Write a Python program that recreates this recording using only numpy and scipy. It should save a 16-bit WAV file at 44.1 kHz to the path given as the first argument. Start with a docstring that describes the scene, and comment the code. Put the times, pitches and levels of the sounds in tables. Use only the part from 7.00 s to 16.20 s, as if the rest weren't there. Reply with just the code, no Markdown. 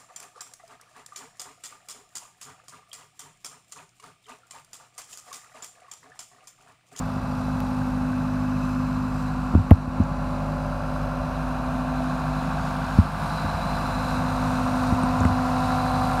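"""A four-cylinder diesel skid steer runs at steady speed on an open lot. Its firings drive an exhaust
drone, humming panels, block clatter, ticking covers and grille hiss; the cooling fan adds a blade tone.
A handheld camera walks from the bucket round to the rear grille, so the balance shifts.
The hand bumps the camera a few times; the hardest bumps saturate and duck the gain."""
import sys
import numpy as np
from scipy import signal
from scipy.fft import rfft, irfft, next_fast_len
from scipy.io import wavfile
from scipy.ndimage import uniform_filter1d, minimum_filter1d, map_coordinates

SR = 44100
rng = np.random.default_rng(int(sys.argv[2]) if len(sys.argv) > 2 else 0)


def master_out(mix):
    """Clip the mix to full scale and print it as 16-bit PCM to the path in sys.argv[1]."""
    frames = np.transpose(np.atleast_2d(mix))
    ceiling = np.clip(frames, -1, 1)
    pcm = np.round(ceiling * 32767).astype(np.int16)
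    wavfile.write(sys.argv[1], SR, pcm)


N = 405719
FIRING_HZ, HUNT_HZ = 50.79, 0.025  # firing rate, governor drift


def amp(db):
    """Decibels to gain."""
    return np.exp(np.asarray(db) * np.log(10) / 20)


def unit(x):
    """Scale to rms 1."""
    return x / np.sqrt(np.mean(x ** 2) + 1e-20)


def curve(rows):
    """(time [s], value) rows to one value per sample."""
    return np.interp(np.arange(N) / SR, *np.transpose(rows))


def wobble(rate_hz):
    """Smooth random curve through knots at rate_hz."""
    knots = rng.standard_normal(int(N * rate_hz / SR) + 4)
    coarse = np.linspace(0, N, 4096)
    return np.interp(np.arange(N), coarse, map_coordinates(knots, [coarse * rate_hz / SR]))


def filtered(x, response):
    """Apply a complex frequency response."""
    size = next_fast_len(len(x) + SR // 10)
    return irfft(rfft(x, size) * response(np.fft.rfftfreq(size, 1 / SR)), size)[:len(x)]


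def coloured(x, spectrum):
    """Shape x by (frequency [Hz], level [dB]) rows, rolled off past the ends; rms 1."""
    points_hz, db = np.transpose(spectrum)
    log_hz = np.log(np.r_[points_hz[0] / 2, points_hz, points_hz[-1] * 2])
    db = np.r_[db[0] - 20, db, db[-1] - 20]
    return unit(filtered(x, lambda hz: amp(np.interp(np.log(hz + 1), log_hz, db, right=-120))))


def resonance(hz, centre_hz, width_hz):
    """Causal response of one mode."""
    return 1j * hz * width_hz / (centre_hz ** 2 - hz ** 2 + 1j * hz * width_hz)


def add(track, at_s, sound):
    """Mix a sound in at at_s."""
    part = track[round(at_s * SR):][:len(sound)]
    part += sound[:len(part)]


def facing(beside_db, behind_db):
    """Gain along the walk from beside the machine to behind it."""
    # (time [s], grille faces camera [0-1])
    walk = [(0, 0.02), (3.1, 0.11), (4.5, 0.33), (5.8, 0.67), (7, 0.84), (9.2, 0.95)]
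    return amp(beside_db + (behind_db - beside_db) * curve(walk))


def passing(at_s, reach_s):
    """Gain of a part that faces the camera at at_s, then turns away."""
    return np.exp(-0.5 * ((np.arange(N) / SR - at_s) / reach_s) ** 2)


def standing_wave(order):
    """Gain of an engine tone along the walk where it meets its own echo."""
    # tone of each node (order [x firing rate])
    node_orders = [2, 3, 3, 4, 4, 10, 11.5, 13, 14, 15, 23]
    # (time [s], gain at centre [dB], half width [s])
    nodes = [(5, -24, 3.9), (-1, -20, 2.26), (11, -2.5, 1.6), (4.5, -10, 0.99), (8.5, -9, 1.2),
             (6, -32, 1.7), (6, -14, 0.96), (-4, 7.5, 0.69), (1.05, -22, 2.6), (6, -25, 1.4),
             (3.5, -17, 1.4)]
    gain, t = 1, np.arange(N) / SR
    for node_order, (at_s, centre_db, width_s) in zip(node_orders, nodes):
        if node_order == order:
            away = ((t - at_s) / width_s) ** 2
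            gain = gain * np.sqrt((away + amp(centre_db) ** 2) / (away + 1))
    return gain


def reflections(x, depth_db, width_hz, span_s):
    """Ground and bodywork echoes carve peaks and dips that drift as the camera moves."""
    hz, t, spectra = signal.stft(x, SR, nperseg=1024)
    ripple = rng.standard_normal(spectra.shape)
    for _ in range(2):
        ripple = uniform_filter1d(ripple, max(1, round(width_hz / hz[1])), axis=0)
        ripple = uniform_filter1d(ripple, max(1, round(span_s / t[1])), axis=1)
    _, echoed = signal.istft(spectra * amp(depth_db * unit(ripple)), SR, nperseg=1024)
    return unit(echoed[:N])


def rattle(firings, repeat, depth_db, views=6):
    """Impacts that swell with each firing; the share `repeat` recurs every four-firing cycle."""
    cycles = firings / 4
    period = int(N / cycles[-1])
    patterns = rng.standard_normal((views + 1, period))
    place = (cycles % 1 * period).astype(int)
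    # the pattern changes as other engine parts face the camera
    view, blend = np.divmod(np.arange(N) * views / N, 1)
    view = view.astype(int)
    locked = np.sqrt(1 - blend) * patterns[view, place] + np.sqrt(blend) * patterns[view + 1, place]
    impacts = np.sqrt(repeat) * locked + np.sqrt(1 - repeat) * rng.standard_normal(N)
    swell = np.cos(2 * np.pi * firings) + 0.22 * np.cos(2 * np.pi * cycles)
    # valves and injectors strike between firings
    strikes = np.cos(6 * np.pi * firings) + np.cos(7 * np.pi * firings)
    return impacts * amp(depth_db * (swell + 0.38 * strikes))


def handling():
    """Hand bumps ring the camera case with a knock, a low boom and a rap; plus a few dry clicks."""
    # (time [s], level [dB], knock [Hz], knock rise [cycles], boom [dB re knock], rap [dB re knock])
    bumps = [(2.537, -16, 202, 0.65, -2, -30), (2.5504, -4, 226, 0.69, -4, -17),
             (2.575, -16, 190, 1, 2, -30), (2.594, -20, 200, 0.9, 7, -33),
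             (2.7113, 6.5, 216, 0.55, -4.5, -10.5), (2.875, -18, 211, 0.9, -3, -45),
             (3.0002, -9, 215, 1.0, -4, -32), (5.9851, -4, 197, 0.85, -1, -23),
             (6.443, -21, 230, 1, 0, -42), (6.539, -25, 210, 0.9, 2, -30),
             (7.9223, -11, 215, 0.8, -5.5, -23), (8.034, -15, 221, 0.9, -13, -12),
             (8.207, -17.5, 210, 0.9, 1, -3), (8.2508, -11, 202, 0.86, 0.5, -7),
             (8.304, -16, 200, 0.72, -3, -25)]
    # boom and rap modes (frequency [Hz], rise [s])
    case_modes = [(87, 0.011), (563, 0.0015)]
    # (time [s], peak [dB], centre [Hz], width [Hz], decay [s])
    clicks = [(0.604, -22, 2000, 13000, 0.000056), (2.5487, -18.5, 700, 600, 0.0011),
              (2.7086, -17, 1740, 1100, 0.0008), (2.7085, -23, 2500, 1000, 0.00038),
              (2.7088, -24, 11400, 9000, 0.00035), (2.7095, -28, 840, 800, 0.0014),
              (2.717, -9.5, 560, 600, 0.0017), (2.718, -29, 1200, 1000, 0.00085),
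              (3.037, -40, 6500, 4000, .001), (8.0345, -29, 8700, 1800, 0.00061),
              (8.204, -32, 6800, 1500, 0.0016), (8.034, -16, 1060, 650, 0.0015),
              (8.25, -19, 1490, 1200, 0.002), (8.2525, -32, 7500, 3500, .001)]
    out, t = np.zeros(N), np.arange(SR // 8) / SR

    def ring(hz, rise_s):
        return (t / rise_s * np.exp(1 - t / rise_s)) ** 1.97 * np.sin(2 * np.pi * hz * t)

    boom, rap = [ring(hz, rise_s) for hz, rise_s in case_modes]
    for at_s, db, knock_hz, rise_cycles, boom_db, rap_db in bumps:
        knock = ring(knock_hz, rise_cycles / knock_hz)
        add(out, at_s, amp(db) * (knock - amp(boom_db) * boom + amp(rap_db) * rap))
    for at_s, db, centre_hz, width_hz, decay_s in clicks:
        burst = rng.standard_normal(len(t)) * np.exp(-t / decay_s)
        click = filtered(burst, lambda hz: resonance(hz, centre_hz, width_hz) ** 3)
        add(out, at_s, amp(db) * click / np.abs(click).max())
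    return out


def fan(blade_hz, level_db):
    """The cooling fan's blade tone wavers and beats against the drone."""
    blade_passes = np.cumsum(blade_hz + 1.52 * wobble(4.2)) / SR
    return amp(level_db + 0.67 * wobble(2.4)) * np.sqrt(2) * np.sin(2 * np.pi * blade_passes)


def grille_hiss(firings):
    """Air hisses through the grille, pulsing slightly with the firings."""
    # (frequency [Hz], density [dB])
    spectrum = [(1500, -37), (3200, -5.5), (3550, -2), (3900, -1.5), (4350, -2), (4750, -2), (5600, -4.5),
                (6700, -7.5), (7650, -8), (8000, -12), (8400, -7), (10100, -13), (11800, -12),
                (14400, -22.5), (15700, -25)]
    # (time [s], level [dB])
    levels = [(0, -55), (1.5, -54.5), (3, -55.5), (4.2, -54.5), (5.3, -51.5), (6.4, -48), (7.5, -46.5),
              (9.2, -46)]
    hiss = coloured(rattle(firings, repeat=0.17, depth_db=0.9), spectrum)
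    hiss = reflections(hiss, depth_db=1.4, width_hz=260, span_s=0.8)
    return amp(curve(levels) + 0.7 * wobble(9)) * hiss


def covers(firings, loose_db):
    """Injector ticks ring thin steel covers, which sit loosely and rattle unevenly."""
    # (centre [Hz], width [Hz], gain [dB])
    modes = [(2550, 73, -2.5), (3936, 63, 8), (4068, 29, 10.5), (4720, 38, -1), (4780, 42, -9),
             (7200, 98, -15), (9160, 150, -15)]
    # (time [s], level [dB])
    levels = [(0, -62), (1.9, -59), (3.1, -62), (4.6, -59), (5.4, -56), (6.15, -54.5), (6.4, -49),
              (7, -49.5), (7.5, -51.5), (8.4, -51.5), (8.85, -48), (9.2, -52)]
    ticks = rattle(firings, repeat=0.5, depth_db=1.5)
    ringing = filtered(ticks, lambda hz: sum(amp(db) * resonance(hz, *mode) for *mode, db in modes))
    ringing = reflections(unit(ringing), depth_db=-1.0, width_hz=130, span_s=0.3)
    return amp(curve(levels)) * unit(ringing * amp(loose_db * wobble(40)))


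def bodywork(firings):
    """The engine shakes the bodywork; each part's resonance swells as the camera passes."""
    # (centre [Hz], width [Hz], loudest at [s], reach [s], level [dB])
    parts = [(338, 30, 3.3, 0.76, -48.5), (564, 150, 3.93, 0.85, -40.5), (750, 38, 2.4, 0.24, -41.5),
             (823, 270, 8.95, 0.91, -37.5), (986, 130, 8.25, 0.39, -39.5), (2600, 33, 0.95, 1.2, -60),
             (2560, 140, 1.64, 0.16, -58), (700, 97, 5.6, 0.76, -45), (4090, 68, 6.74, 0.084, -50),
             (4070, 63, 8.9, 0.22, -53), (2580, 130, 7.7, 2, -56)]
    shaking = rattle(firings, repeat=0.92, depth_db=0.0)
    out = np.zeros(N)
    for centre_hz, width_hz, at_s, reach_s, db in parts:
        ringing = filtered(shaking, lambda hz: resonance(hz, centre_hz, width_hz) ** 2)
        out += amp(db) * passing(at_s, reach_s) * unit(ringing)
    return out


def cylinder_knock(firings, scatter_db, slip_turns):
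    """Metallic blows, once per cycle, never quite alike; the walk picks out different cylinders."""
    # (place in cycle [0-1], pitch [Hz], decay [s], loudest at [s], reach [s], level [dB])
    knocks = [(0.12, 680, 0.0012, 0.4, 0.9, -46), (0.82, 830, 0.0012, 0.9, 0.6, -49),
              (0.29, 1180, 0.0009, 0.1, 0.5, -48), (0.36, 1520, 0.001, 1.15, 0.55, -49.5),
              (0.4, 1370, 0.0009, 2.2, 0.6, -50), (0.9, 1120, 0.0008, 2.4, 1.3, -48),
              (0.32, 1350, 0.0009, 3.9, 0.4, -49), (0.54, 700, 0.0012, 5.0, 1.0, -43.5),
              (0.73, 770, 0.0012, 5.4, 0.5, -45), (0.06, 1480, 0.0007, 6.0, 1.0, -46),
              (0.87, 1550, 0.001, 5.5, 0.7, -48), (0.32, 1300, 0.0008, 7.6, 0.7, -45),
              (0.55, 1350, 0.0007, 8.8, 0.9, -43.5)]
    out = np.zeros(N)
    for place, hz, decay_s, at_s, reach_s, db in knocks:
        cycle, fraction = np.divmod(firings / 4 - place + 1, 1)
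        age_s = fraction * 4 / FIRING_HZ
        per_cycle = rng.standard_normal((int(cycle[-1]) + 1, 2))
        force, shift = per_cycle[cycle.astype(int)].T
        envelope = amp(scatter_db * force) * age_s ** 2 * np.exp(-age_s / decay_s)
        blows = envelope * np.sin(2 * np.pi * (hz * age_s + slip_turns * shift))
        out += amp(db) * passing(at_s, reach_s) * unit(blows)
    return out


def panels(firings, wander_db):
    """Panels hum on multiples of the engine cycle; each tone comes and goes along the walk."""
    # (order [x firing rate])
    orders = [10.5, 11, 11.5, 13, 14, 15, 16.5, 17.75, 20, 20.25, 22, 23, 27]
    # per order (level beside [dB], level behind [dB])
    levels = [(-58, -66), (-54, -51), (-50.5, -44), (-49, -44), (-45, -40.5), (-52.5, -35), (-48.5, -46),
              (-54.5, -43.5), (-52, -48), (-51, -46), (-60, -42.5), (-51, -43), (-53.5, -43)]
    jittered = firings + 0.0031 * wobble(18)
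    out = np.zeros(N)
    for order, sides_db in zip(orders, levels):
        tone = np.sqrt(2) * np.sin(2 * np.pi * (order * jittered + rng.random()))
        out += facing(*sides_db) * standing_wave(order) * amp(wander_db * wobble(1.523)) * tone
    return out


def block_clatter(firings):
    """Combustion clatters through the engine block."""
    # (frequency [Hz], density [dB])
    spectrum = [(250, -58), (420, -24), (470, -16), (525, -10), (680, -4.5), (880, -3.5), (1080, -1.5),
                (1400, -6), (1580, -8.5), (1900, -19.5), (2200, -19.5), (2550, -17), (2800, -20),
                (3200, -31), (5000, -37)]
    clatter = coloured(rattle(firings, repeat=0.45, depth_db=0.44), spectrum)
    clatter = reflections(clatter, depth_db=0.34, width_hz=130, span_s=0.94)
    return facing(beside_db=-39, behind_db=-30.5) * clatter


def exhaust(firings, flutter_db):
    """Firing pulses drone over a rough roar; their orders slip in phase as the path changes."""
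    # exhaust and intake tones (order [x firing rate])
    orders = [1, 2, 3, 4, 10]
    # per order (level beside [dB], level behind [dB])
    levels = [(-35.2, -34.5), (-36.5, -30), (-31.5, -35), (-39.5, -37), (-53, -38.5)]
    # loudest tone, order 5, through its standing waves (time [s], level [dB])
    fifth_levels = [(0, -34), (0.6, -29), (1.3, -26.5), (1.8, -28), (2.4, -31.5), (3.1, -33), (3.9, -35),
                    (4.4, -32), (5, -29), (5.5, -33), (5.95, -36), (6.3, -47), (6.65, -39), (7.2, -30),
                    (7.7, -27), (8.3, -26), (9.2, -30)]
    # (frequency [Hz], density [dB])
    muffler = [(20, -33), (45, -2), (65, -3), (92, -1.5), (135, -1.5), (175, 1.5), (205, -7), (255, -4.5),
               (300, -12.5), (380, -18), (700, -26)]
    # (time [s], level [dB])
    roar_levels = [(0, -34.5), (2.4, -34), (3.7, -35.5), (5, -33), (6, -33.5), (7.2, -32), (8, -32),
                   (9.2, -31.5)]
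    gains = {order: facing(*sides_db) * standing_wave(order) for order, sides_db in zip(orders, levels)}
    gains[5] = amp(curve(fifth_levels))
    drone = np.zeros(N)
    for order, gain in gains.items():
        flutter = amp(flutter_db * wobble(11))
        turns = order * firings + 0.23 * wobble(0.586)
        drone -= gain * flutter * np.sqrt(2) * np.cos(2 * np.pi * turns)
    roar = coloured(rattle(firings, repeat=0.26, depth_db=-3.0), muffler)
    return drone + amp(curve(roar_levels)) * roar


def scene():
    """Engine layers follow one crankshaft; fan and bumps are independent. Mono."""
    firings = np.cumsum(FIRING_HZ + HUNT_HZ * wobble(1)) / SR  # running count
    engine = exhaust(firings, flutter_db=0.5) + panels(firings, wander_db=2.15)
    engine += block_clatter(firings) + covers(firings, loose_db=1.8) + grille_hiss(firings)
    engine += bodywork(firings) + cylinder_knock(firings, scatter_db=1.0, slip_turns=0.17)
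    return (engine + fan(blade_hz=161.6, level_db=-44.5) + handling())[None]


def gain_control(x, threshold_db, slope, hold_s, release_s):
    """Loud moments pull the gain down; it holds, then recovers."""
    level_db = 10 * np.log10(np.abs(uniform_filter1d(x ** 2, SR // 50)) + 1e-12)
    cut_db = -slope * np.maximum(level_db - threshold_db, 0)
    hold, release = int(hold_s * SR), int(release_s * SR)
    cut_db = minimum_filter1d(cut_db, hold, origin=(hold - 1) // 2)
    return x * amp(uniform_filter1d(cut_db, release, origin=(release - 1) // 2))


def record(dry):
    """Microphone bass cut, gain control, soft saturation at full scale, camera band limit."""
    bass_hz, top_hz = 26, 15750
    x = filtered(dry[0], lambda hz: hz ** 4 / (hz ** 4 + bass_hz ** 4))
    x = gain_control(x, threshold_db=-18.5, slope=0.19, hold_s=0.14, release_s=0.091)
    x = x / (1 + np.abs(x) ** 8) ** (1 / 8)
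    return filtered(x, lambda hz: hz < top_hz)[None]


dry = scene()
out = record(dry)
master_out(out)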